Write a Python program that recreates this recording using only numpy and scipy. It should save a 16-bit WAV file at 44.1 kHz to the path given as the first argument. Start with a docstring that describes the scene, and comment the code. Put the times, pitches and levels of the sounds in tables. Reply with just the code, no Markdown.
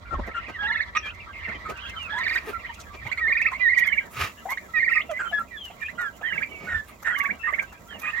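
"""Young turkeys feeding in a pen

Young turkeys crowd round a heap of greens in a small pen of boards and wire mesh, close up.
The nearest birds trill, swinging a nearly pure whistle up and down twenty times a second;
the rest peep, slur and cluck. Beaks snap at leaves, feathers brush past and feet scuff the litter.
The boards echo the flock, while soft microphone bumps and a quiet outdoor rumble sit underneath."""
import sys
import numpy as np
from scipy import signal
from scipy.fft import rfft, irfft, next_fast_len
from scipy.io import wavfile
from scipy.ndimage import map_coordinates

SR = 44100
rng = np.random.default_rng(int(sys.argv[2]) if len(sys.argv) > 2 else 0)


def unload_audio(sound):
    """Save the sound as a 16-bit wav file, at the path given as the first command line argument."""
    columns = np.transpose(np.atleast_2d(sound))
    # keep every value between -1 and 1, then stretch to whole-number steps
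    steps = np.round(np.clip(columns, -1, 1) * 32767)
    wavfile.write(sys.argv[1], SR, steps.astype(np.int16))


N = 361619
TIME = np.arange(N) / SR


def trills(scoop_octaves=0.1573, scoop_s=0.01084, held_swell_db=5, first_depth=0.42, lean=0.254):
    """A held whistle breaks into even swings that dwell in the troughs and flick over the crests."""
    # close trills: start/s, first crest/s, end/s, swing period/s, held f/Hz, held glide/octaves,
    # trough f/Hz, crest f/Hz, held level/dB, swinging level/dB, crest over trough/dB,
    # rise over fall/dB, second harmonic before the beak/dB, roughness/0-1, pan/dB
    notes = [(0.58, 0.679, 0.842, 0.047, 1659, -0.049, 1708, 2262, -29, -28, -5.5, 11.5, -20, 0.16, -8),
             (2.087, 2.194, 2.392, 0.048, 1700, -0.096, 1808, 2447, -31.5, -27, -6.5, 4, -17, 0.37, -8),
             (3.199, 3.285, 3.494, 0.0473, 1888, -0.18, 1812, 2613, -24, -23.5, -0.5, 12, -31.5, 0.07, -7.5),
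             (3.597, 3.702, 3.866, 0.048, 1966, -0.22, 1901, 2524, -18.5, -23.5, -21.5, 8, -32, 0, -10.5),
             (3.777, 3.831, 4.002, 0.051, 1938, -0.042, 1680, 2334, -27.5, -27.5, 18, 6, -47, 0.1, -13),
             (4.731, 4.805, 5.012, 0.047, 1965, -0.19, 1856, 2500, -21.5, -25, -16, 4, -32, 0.01, -10.5),
             (6.222, 6.286, 6.453, 0.05, 1792, 0.098, 1612, 2388, -28, -30, 8.5, 12.5, -36, 0.29, -13),
             (7.049, 7.113, 7.323, 0.05, 1809, 0.026, 1592, 2305, -26, -29, 10.5, 13.5, -50, 0.22, -13),
             (7.426, 7.495, 7.617, 0.054, 1875, -0.017, 1785, 2363, -25.5, -31.5, 16.5, 33.5, -45, 0.3, -17)]
    out = np.zeros((2, N))
    for (start, first_crest, end, period, held_hz, glide_octaves, trough_hz, crest_hz,
         held_db, swing_db, crest_db, rise_db, second_db, rough, pan_db) in notes:
        t = np.arange(start, end, 1 / SR)
        # the held note scoops up to its pitch, then glides
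        held = np.interp(t, [start, first_crest - period / 2], [-.5, .5])
        held_octaves = glide_octaves * held - scoop_octaves * np.exp((start - t) / scoop_s)
        turns = (t - first_crest) / period
        swinging = np.clip(turns + .5, 0, 1)
        angle = 2 * np.pi * np.maximum(turns, -.5)
        angle -= lean * (1 - np.cos(angle)) * swinging  # climbs faster than it falls
        height = ((1 + np.cos(angle)) / 2) ** 1.35
        depth = 1 - (1 - first_depth) * np.exp(-np.maximum(turns, 0))  # the swings open out
        base_hz = (1 - swinging) * held_hz * 2 ** held_octaves + swinging * trough_hz
        hz = (base_hz + (crest_hz - base_hz) * depth * height) * (1 + 0.0048 * wander(len(t), 60))
        # loudness throbs in step with the pitch
        throb_db = swinging * depth * (crest_db * (height - .5) - rise_db * np.sin(angle) / 2)
        swell_db = (1 - swinging) * (held_db + held_swell_db * held)
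        swell_db += swinging * (swing_db + 2.54 * wander(len(t), 197.3))
        tone, overtones = syrinx(hz, rough, [second_db, second_db - 16.5, second_db - 33.5])
        # where the tone dips, its overtones come forward
        voice = undb(swell_db + throb_db) * tone + undb(swell_db - 0.4 * throb_db) * overtones
        add(out, start, voice * fade(t, attack_s=0.02, release_s=0.0046), pan_db)
    return out


def whistles(flick_s=0.009, swell_db=9.5):
    """A steady note grows louder and flicks upward as it ends."""
    # whistles: start/s, end/s, f/Hz, flick/octaves, level/dB, pan/dB
    notes = [(1.02, 1.116, 2380, 0.84, -37, -6), (4.987, 5.027, 2400, 0.9, -37, -4),
             (5.127, 5.189, 1990, 0.2, -32, -7), (5.795, 5.882, 2400, 0.4, -36, 1),
             (8.01, 8.113, 2448, 0.39, -31.5, -8.5), (8.126, 8.204, 1840, 0.46, -28, -25)]
    out = np.zeros((2, N))
    for start, end, hz, flick_octaves, db, pan_db in notes:
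        t = np.arange(0, end - start, 1 / SR)
        swell = undb(swell_db * t / t[-1]) * fade(t, 0.015, 0.015)
        flick = flick_octaves * np.exp((t - t[-1]) / flick_s)
        add(out, start, undb(db) * call(flick, hz, swell, rough=0.2, second_db=-42.5), pan_db)
    return out


def peeps():
    """Short peeps and yelps that barely sag in pitch, and the high ring over the cluck at 0.95 s."""
    # peeps, and the high ring of the cluck at 0.95 s: start/s, end/s, f/Hz, level/dB, roughness/0-1, pan/dB
    notes = [(0.105, 0.15, 1348, -31, 0.25, 8), (0.142, 0.166, 1087, -34, 0.1, -7),
             (0.342, 0.399, 1392, -29, 0.24, 4), (0.626, 0.68, 2740, -41.5, 0.36, -8),
             (0.664, 0.817, 1344, -43.5, 0.24, 14), (0.953, 0.983, 1852, -28, 0.6, -3.5),
             (0.964, 0.999, 5710, -39.5, 0.25, -3.5), (1.022, 1.087, 3235, -42.5, 0.14, -7.5),
             (1.024, 1.1, 1728, -41.5, 0.42, 10), (1.328, 1.407, 2116, -42, 0.42, -6),
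             (1.644, 1.734, 1260, -38, 0.64, -5.5), (2.53, 2.58, 1365, -30.5, 0.06, -27),
             (2.69, 2.714, 940, -38, 0.05, 7), (3.181, 3.224, 1290, -40, 0.56, 12),
             (3.514, 3.547, 1043, -35, 0.42, -9), (3.594, 3.627, 2395, -33, 0.06, -15),
             (3.74, 3.84, 2970, -48, 0, -10), (4.731, 4.795, 1253, -43.5, 0.17, -6),
             (4.892, 4.914, 1336, -35.5, 0.42, -5.5), (4.005, 4.049, 1605, -42.5, 0.25, -4.5),
             (4.946, 5.019, 1215, -37.5, 0.41, -1.5), (5.188, 5.231, 1575, -29, 0.7, -1),
             (5.191, 5.298, 1393, -32, 0.54, -31), (5.249, 5.322, 3060, -44, 0.2, 9),
             (5.321, 5.4, 1692, -25.5, 0.1, 7), (5.379, 5.425, 1352, -29, 0.3, -14),
             (5.812, 5.845, 1828, -31.5, 0.3, -32), (5.974, 6.083, 1409, -30.5, 0.42, -11),
             (6.414, 6.492, 2330, -37, 0.06, -17), (6.486, 6.72, 2250, -44.5, 0.12, -11),
             (6.66, 6.789, 1452, -35, 0.37, -9), (6.682, 6.743, 1863, -30.5, 0.48, -5),
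             (6.738, 6.816, 1764, -26, 0.15, -8), (7.041, 7.126, 1746, -29, 0.86, -7),
             (7.058, 7.16, 1408, -32.5, 0.52, -7.5), (7.16, 7.289, 1133, -32, 0.09, -13),
             (7.387, 7.508, 2646, -41.5, 0.2, 17), (7.469, 7.515, 1202, -29, 0.31, -8),
             (7.574, 7.661, 1590, -40.5, 0.23, -15), (7.904, 7.937, 1734, -40.5, 0.54, -12),
             (8.022, 8.124, 1893, -34, 0.8, -7), (8.025, 8.119, 1217, -38.5, 0.47, -2)]
    out = np.zeros((2, N))
    for start, end, hz, db, rough, pan_db in notes:
        peep = glide(end - start, hz, rise_octaves=-0.058, rough=rough, second_db=-31)
        add(out, start, undb(db) * peep, pan_db)
    return out


def slurs(fall_octaves_per_s=1.4):
    """Falling whistles: the longer the call, the further it drops."""
    # slurs: start/s, end/s, middle f/Hz, level/dB, pan/dB
    notes = [(0.535, 0.585, 1900, -37, -4), (0.696, 0.821, 2690, -47.5, 4.5), (1.2, 1.228, 2630, -43, -5.5),
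             (1.954, 2.09, 2810, -37, -10), (3.452, 3.496, 1300, -38, -8), (3.822, 3.986, 3040, -43, -9),
             (4.74, 4.84, 2317, -32, -7.5), (4.925, 4.995, 2514, -30, -11),
             (5.503, 5.588, 1822, -39.5, -20), (5.549, 5.715, 3090, -42, 2),
             (5.975, 6.106, 1750, -32.5, -8.5), (6.233, 6.408, 2874, -41, -8),
             (6.483, 6.595, 2750, -50, -22), (7.106, 7.294, 2830, -43.5, -8),
             (7.877, 7.991, 2980, -46.5, -8)]
    out = np.zeros((2, N))
    for start, end, hz, db, pan_db in notes:
        fall_octaves = 0.23 + fall_octaves_per_s * (end - start)
        slur = glide(end - start, hz, -fall_octaves, rough=0.14, second_db=-29.5,
                     arch_octaves=0.04, attack_share=0.22)
        add(out, start, undb(db) * slur, pan_db)
    return out


def pips():
    """Hoarse little calls that slide upward."""
    # pips: start/s, end/s, middle f/Hz, level/dB, pan/dB
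    notes = [(0.608, 0.766, 886, -41.5, 5), (1.832, 1.877, 3180, -41.5, -7), (2.123, 2.218, 960, -36, -3.5),
             (2.35, 2.386, 1580, -36, 1), (3.065, 3.078, 2115, -30.5, -15),
             (3.113, 3.137, 2147, -24.5, -22), (3.172, 3.204, 2176, -29, -6.5),
             (3.524, 3.578, 2097, -32.5, -8.5), (4.452, 4.495, 780, -32.5, 4),
             (4.485, 4.534, 1019, -36.5, 6), (4.486, 4.544, 2098, -30, -7.5),
             (4.572, 4.588, 1983, -29, -7.5), (4.882, 4.935, 2600, -37.5, -17),
             (5.882, 5.91, 1947, -34, -17)]
    out = np.zeros((2, N))
    for start, end, hz, db, pan_db in notes:
        pip = glide(end - start, hz, rise_octaves=0.322, rough=0.39, second_db=-25)
        add(out, start, undb(db) * pip, pan_db)
    return out


def clucks():
    """Abrupt, hoarse calls whose overtones ring the throat."""
    # clucks: start/s, end/s, first f/Hz, last f/Hz, level/dB, roughness/0-1, pan/dB
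    notes = [(0.948, 0.984, 1124, 1375, -23.5, 0.37, -6), (2.47, 2.519, 444, 392, -39, 0.3, -3),
             (3.05, 3.128, 740, 1230, -42.5, 0.22, -5), (5.089, 5.147, 694, 550, -31.5, 0.11, -7.5),
             (5.311, 5.345, 768, 599, -38.5, 0.3, -7), (5.699, 5.721, 708, 940, -43, 0.4, -6),
             (6.209, 6.231, 616, 1010, -40.5, 0.65, -8), (7.522, 7.55, 572, 750, -44, 0.83, 3),
             (7.949, 7.964, 704, 840, -42.5, 0.7, -8)]
    # resonances of throat and beak: f/Hz, width/Hz, gain/dB
    throat = [(620, 520, -2.5), (1220, 93, 1), (2310, 740, 3), (5650, 540, -10)]
    out = np.zeros((2, N))
    for start, end, first_hz, last_hz, db, rough, pan_db in notes:
        t = np.arange(0, max(end - start, .01), 1 / SR)
        hz = np.linspace(first_hz, last_hz, len(t))
        voice = syrinx(hz, rough, [-4, -14, -19, -25], jitter=.2, shimmer=1.1).sum(axis=0)
        cluck = ring(voice, throat) * fade(t, 0.14 * t[-1], 0.41 * t[-1])
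        add(out, start, undb(db) * unit(cluck), pan_db)
    return out


def glide(length_s, hz, rise_octaves, rough, second_db, arch_octaves=0.015, attack_share=0.17):
    """A call that slides in a slight arch around its middle pitch, swelling and dying away."""
    t = np.arange(0, max(length_s, .01), 1 / SR)
    along = np.linspace(-1, 1, len(t))
    octaves = rise_octaves * along / 2 - arch_octaves * (along ** 2 - np.mean(along ** 2))
    swell = fade(t, attack_share * t[-1], 0.23 * t[-1])
    return call(octaves, hz, swell, rough, second_db)


def call(octaves, hz, swell, rough, second_db):
    """A wavering tone bent by a pitch gesture; a hoarse one also hisses through the beak. Rms 1."""
    size = len(octaves)
    pitch = hz * 2 ** octaves * (1 + 0.005 * wander(size, 88))
    voice = syrinx(pitch, rough, second_db - np.array([0, 6, 13, 17])).sum(axis=0)
    hiss = rough * undb(-24) * band(rng.standard_normal(size), 6700, 8000)
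    return unit((voice + hiss) * swell * undb(2.7 * wander(size, 57.6)))


def syrinx(hz, rough, overtones_db, jitter=.08, shimmer=1.0, flutter_rate=650):
    """A whistling membrane, shaken in pitch and level by roughness. Returns tone and overtones."""
    # how beak and throat pass the overtones: f/Hz, gain/dB
    beak_colour = [(2000, -6.5), (3400, 5), (4200, -1.5), (4900, 1.5), (6000, -2.5), (7600, -2),
                   (8800, -14.5), (11000, -5)]
    size = len(hz)
    phase = 2 * np.pi * np.cumsum(hz * (1 + rough * jitter * wander(size, flutter_rate))) / SR
    overtones = np.zeros(size)
    for k, db in enumerate(overtones_db, 2):
        beak_db = np.interp(k * hz, *np.transpose(beak_colour))
        overtones += undb(db + beak_db + 3 * wander(size, 160)) * np.sin(k * phase)
    rasp = 0.54 * wander(size, flutter_rate) + 0.36 * wander(size, 2400)
    return np.sqrt(2) * unit(1 + rough * shimmer * rasp) * np.array([np.sin(phase), overtones])


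def pecks(rise_s=0.0059, decay_s=0.0063, shiver_s=0.01, trim_db=-25):
    """Fibres give way in a quick burst of cracks as the beak closes, then the leaf shivers briefly."""
    # beak snaps and breaking leaves: t/s, level before trim/dB, relative treble/dB, relative body/dB
    snaps = [(0.2688, -41, -11, -11), (0.36, -49, -16, 4), (1.1468, -42, -18, -9), (1.699, -31, -16, -17),
             (1.7744, -39.5, -19, -13), (1.8966, -32.5, -24, -20), (2.0283, -36, -24, 8),
             (2.187, -30, -31, 8), (2.3526, -28.5, -15, 3), (2.7442, -32, -23, -24),
             (2.8015, -29.5, -23, -25), (2.8128, -29.5, -22, -23), (3.075, -38.5, -11, -6),
             (3.4166, -30.5, -27, 3), (3.5176, -37, -32, 17.5), (3.7823, -21.5, -21, -21),
             (3.7935, -27, -3.5, -12), (3.8716, -29.5, -5, -4), (4.5052, -26, -4, -5),
             (4.5187, -26.5, -7, 8), (4.9232, -37.5, -5.5, 7), (5.1128, -30, -26, 7), (5.396, -45, 0, 16),
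             (5.6527, -33, -11, -23), (6.0147, -32.5, -8, 8), (7.0292, -32, -6, 7.5),
             (7.1879, -26.5, -4.5, 1), (7.2373, -33.5, -8, 7), (7.6271, -32, -12, 10),
             (7.7263, -39, -11, 10.5), (7.9975, -31.5, -3, -12), (8.018, -34, -2, 5.5)]
    # resonances of beak and stalk: f/Hz, width/Hz, gain/dB
    beak = [(3500, 1900, 18.5), (5960, 1400, 17.5), (6760, 590, -10)]
    out = np.zeros((2, N))
    t = np.arange(-SR // 50, SR // 12) / SR
    after = np.maximum(t, 0)
    attack = np.exp(np.minimum(t, 0) / rise_s)
    decay = np.exp(-after / decay_s) + undb(-14) * np.exp(-after / shiver_s)
    for when, db, treble_db, body_db in snaps:
        cracks = pair(len(t), .3, grain_db=2.8) * attack * decay
        treble = undb(treble_db + 5.5) * band(cracks, 10660, 14000)
        body = undb(body_db) * band(cracks, 700, 1700)
        snap = ring(cracks, beak) + treble + body
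        add(out, when + t[0] + 0.0019, undb(db + trim_db) * snap, pan_db=-2.5)
    return out


def scuffs():
    """Feather barbs slip over each other in dense grains; the litter adds a dull scrape."""
    # brushing feathers and feet: middle t/s, length/s, level/dB, relative bass/dB, relative treble/dB
    brushes = [(0.137, 0.033, -41.5, 3, -38), (0.198, 0.029, -46, 7, -34), (0.287, 0.028, -44, 2, -21),
               (0.498, 0.029, -40, -4, -24.5), (1.074, 0.048, -40.5, -15, -24), (1.492, 0.03, -45, 1, -22),
               (1.552, 0.059, -51, 1, -33), (1.707, 0.037, -39, -2.5, -17), (2.336, 0.16, -42.5, -20, -14),
               (2.491, 0.081, -39, -9, -11.5), (2.951, 0.029, -41.5, -7.5, -25),
               (3.07, 0.053, -50.5, -3, -29), (3.291, 0.028, -52, 7, -17.5), (4.129, 0.039, -56, -3, 6),
               (4.223, .11, -28, -51, -15), (6.371, 0.092, -47.5, -2.5, -26), (6.527, 0.098, -58, 3.5, -21),
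               (6.648, .12, -45.5, -6, -28), (6.897, 0.047, -51, -28, -3)]
    # colour of brushing feathers: f/Hz, gain/dB
    feathers = [(180, -70), (300, -10), (393, -12.5), (1020, -13), (1230, 4), (1360, -7), (2570, -4.5),
                (3230, -14.5), (7070, -22.5), (9000, -36.5), (11700, -65), (19800, -120)]
    out = np.zeros((2, N))
    for middle, length, db, bass_db, treble_db in brushes:
        t = np.arange(-1.5 * length, 1.5 * length, 1 / SR)
        grains = pair(len(t), 0.77, grain_db=2)
        scrape = undb(bass_db + 5.5) * band(grains, 100, 804)
        sheen = undb(treble_db) * band(grains, 9200, 18000)
        brush = colour(grains, feathers) + scrape + sheen
        swell = np.exp(-(2 * t / length) ** 2) * undb(2 * wander(len(t), 123.6))
        add(out, middle + t[0], undb(db) * swell * brush, pan_db=-2.5)
    return out


def far_trills(swing_hz=20):
    """Warbles from further back, hoarse and uneven, loudest in the troughs of their pitch."""
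    # trills at the back of the pen: start/s, end/s, centre f/Hz, level/dB
    notes = [(0.203, 0.517, 2034, -44.5), (0.298, 0.518, 2685, -47), (1.387, 1.58, 2070, -37),
             (1.759, 1.937, 2926, -43.5), (2.514, 2.745, 2167, -42.5), (2.983, 3.09, 2090, -46.5)]
    out = np.zeros((2, N))
    for start, end, centre_hz, db in notes:
        t = np.arange(0, end - start, 1 / SR)
        swing = np.sin(2 * np.pi * swing_hz * t + .9 * wander(len(t), 22))
        hz = centre_hz * (1 + .1 * swing + .03 * wander(len(t), 50))
        voice = syrinx(hz, rough=.45, overtones_db=[-27]).sum(axis=0)
        swell = undb(-3 * swing + 4 * wander(len(t), 70)) * fade(t, .04, .03)
        add(out, start, undb(db) * unit(voice * swell), pan_db=-8)
    return out


def stirring():
    """Leaves crackle and feet shuffle under the flock; birds at the back chatter in a blur."""
    # fader rides of the stirring flock: t/s, leaf crackle/dB, distant chatter/dB
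    rides = [(0.0, -81.5, -39), (2.28, -65.5, -33.5), (2.849, -63.5, -39.5), (3.77, -63.5, -37),
             (4.25, -53.5, -41), (4.86, -61, -44), (8.02, -60.5, -44), (8.2, -61, -26)]
    # colours of leaves, chatter and feet: f/Hz, gain/dB
    leaf_colour = [(2500, 6.5), (4000, -6), (7200, 8.5), (9000, -6.5), (11000, 1.5), (13000, 3),
                   (16000, 3.5)]
    chatter_colour = [(600, -15), (1200, 7.5), (1600, -15.5), (2000, 4.5), (2700, -18.5), (3500, -7),
                      (6000, -21.5)]
    foot_colour = [(110, -8), (170, 7), (400, -1), (700, -0.5), (1500, -10)]
    times, crackle_db, chatter_db = np.transpose(rides)
    chatter_gain = undb(np.interp(TIME, times, chatter_db))
    leaves = colour(pair(N, .2, grain_db=5), leaf_colour)
    leaves *= undb(np.interp(TIME, times, crackle_db) + 2 * wander(N, 45) + 0.5)
    blur = colour(pair(N, .3), chatter_colour) * chatter_gain * undb(3.5 * wander(N, 35) - 15)
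    shuffle = undb(4.5 * wander(N, 17) - 56.5)
    feet = colour(pair(N, 0.88, grain_db=2.5), foot_colour) * shuffle
    out = undb(-12) * chatter_gain * murmurs()
    add(out, 0, leaves, pan_db=-4)
    add(out, 0, blur + feet, pan_db=-9.5)
    return out


def murmurs(count=220, low_hz=1150, high_hz=3100):
    """Husky scraps of peeping from the rest of the flock, the higher ones softer; rms 1."""
    out = np.zeros((2, N))
    for k, (when, pitch, length, bend, side) in enumerate(rng.random((count, 5))):
        t = np.arange(0, .03 + .06 * length, 1 / SR)
        start_hz = low_hz * (high_hz / low_hz) ** (pitch ** .7)
        hz = start_hz * (1 + (.3 * bend - .2) * t / t[-1])
        voice = syrinx(hz, rough=.55, overtones_db=[-23, -29]).sum(axis=0) * fade(t, .02, .025)
        add(out, (k + when) / count * TIME[-1], undb(-3 * pitch) * voice, pan_db=14 * side - 11)
    return unit(out)


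def bumps(spread=1.27):
    """Low thuds as the microphone is moved among the birds."""
    # soft bumps: middle t/s, length/s, level/dB, centre f/Hz
    thuds = [(0.153, 0.055, -24.5, 55), (0.214, 0.09, -33, 52), (1.558, 0.08, -49.5, 135),
             (3.07, .07, -42, 112), (4.212, .08, -33.5, 98), (6.37, 0.082, -44, 139), (6.66, 0.1, -46, 165),
             (6.76, 0.11, -41, 70)]
    out = np.zeros((2, N))
    for middle, length, db, hz in thuds:
        t = np.arange(-2 * length, 2 * length, 1 / SR)
        thud = np.exp(-(2 * t / length) ** 2) * band(pair(len(t), 0.97), hz / spread, hz * spread)
        add(out, middle + t[0], undb(db) * thud)
    return out


def yard():
    """A low outdoor rumble that eases off, over a steady bed of air."""
    # fader ride of the rumble: t/s, level/dB
    ride = [(0, -47), (3.4, -49.5), (4.6, -61.5), (8.2, -55)]
    # colour of the outdoor air: f/Hz, gain/dB
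    air_colour = [(25, -15.5), (60, 5), (130, -3.5), (300, -7.5), (600, -10.5), (1200, -16), (1700, -36.5),
                  (2600, -32), (4300, -30), (7000, -32.5), (9000, -39), (15500, -42.5)]
    out = np.zeros((2, N))
    rumble = band(pair(N, 0.73), 48.7, 85.8) * undb(np.interp(TIME, *np.transpose(ride)))
    air = colour(pair(N, 0.99), air_colour) * undb(-54)
    add(out, 0, rumble + air, pan_db=-1)
    return out


def pen(x, t60_s, tail_db):
    """The boards add a few close reflections, then a short diffuse tail."""
    # echoes off the nearest boards: left delay/s, right delay/s, level/dB
    boards = [(.0021, .0029, -21.5), (.0047, 0.0032, -12.5), (.0089, .0101, -17.5)]
    t = np.arange(SR // 4) / SR
    envelope = np.exp(-np.log(1000) * t / t60_s) * (1 - np.exp(-t / 0.0027))
    tail = band(rng.standard_normal((2, len(t))), 300, 6700) * envelope
    response = undb(tail_db) * tail / np.sqrt(np.sum(tail ** 2, axis=1, keepdims=True))
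    for left, right, db in boards:
        response[[0, 1], [int(left * SR), int(right * SR)]] += undb(db)
    return x + signal.fftconvolve(x.mean(axis=0, keepdims=True), response, axes=1)[:, :N]


def undb(db):
    """Decibels to gain."""
    return 10 ** (np.asarray(db) / 20)


def unit(x):
    """Scale to rms 1."""
    return x / np.sqrt(np.mean(x ** 2) + 1e-18)


def add(out, start, sound, pan_db=0):
    """Mix a sound in; pan is left minus right level, and also offsets the sides by up to 4 samples."""
    first = max(int(start * SR), 0)
    sides = unit(undb(np.array([[pan_db], [-pan_db]]) / 2))
    part = (sides * sound)[:, :max(N - first, 0)]
    lag = int(np.clip(-pan_db / 2, -4, 4))
    part[1] = np.roll(part[1], lag)
    out[:, first:first + part.shape[1]] += part


def colour(x, points):
    """Equalise through (f/Hz, gain/dB) points, falling 24 dB an octave beyond them; rms 1."""
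    hz, db = np.transpose(points)
    size = next_fast_len(x.shape[-1])
    f = np.maximum(np.fft.rfftfreq(size, 1 / SR), 1)
    octaves_outside = np.maximum(np.log2(hz[0] / f), 0) + np.maximum(np.log2(f / hz[-1]), 0)
    gain = undb(np.interp(np.log(f), np.log(hz), db) - 24 * octaves_outside)
    return unit(irfft(rfft(x, size) * gain, size)[..., :x.shape[-1]])


def band(x, low_hz, high_hz):
    """Band-pass; rms 1."""
    sos = signal.butter(2, [low_hz, min(high_hz, SR / 2 - 1)], "band", fs=SR, output="sos")
    return unit(signal.sosfilt(sos, x))


def ring(x, modes):
    """Ring parallel (f/Hz, width/Hz, gain/dB) resonances; rms 1."""
    return unit(sum(undb(db) * signal.lfilter(*signal.iirpeak(hz, hz / width, SR), x)
                    for hz, width, db in modes))


def wander(size, rate):
    """Smooth random motion through rate new values a second."""
    steps = np.arange(size) * rate / SR
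    return map_coordinates(rng.standard_normal(int(steps[-1]) + 2), [steps], order=3, mode="nearest")


def pair(size, shared, grain_db=0):
    """Noise at both ears, partly shared; grain_db breaks it into crackles of uneven size."""
    x = rng.standard_normal((3, size)) * undb(grain_db * np.minimum(rng.exponential(size=size), 5))
    return unit(np.sqrt(shared) * x[0] + np.sqrt(1 - shared) * x[1:])


def fade(t, attack_s, release_s):
    """Smooth opening and closing of a note."""
    ramp = np.minimum((t - t[0]) / attack_s, (t[-1] - t) / release_s)
    return np.sin(np.pi / 2 * np.clip(ramp, 0, 1)) ** 2


def scene():
    """Close voices and feeding up front, a wetter flock behind, bumps and the yard underneath."""
    voices = trills() + whistles() + peeps() + slurs() + pips() + clucks()
    near = pen(voices + pecks() + scuffs(), t60_s=.13, tail_db=-14)
    back = pen(far_trills() + stirring(), t60_s=0.051, tail_db=-5.5)
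    return near + back + bumps() + yard()


def record(dry, top_hz=15900):
    """A steep low-pass cuts the very top."""
    return signal.sosfilt(signal.ellip(10, .2, 70, top_hz, fs=SR, output="sos"), dry)


dry = scene()
out = record(dry)
unload_audio(out)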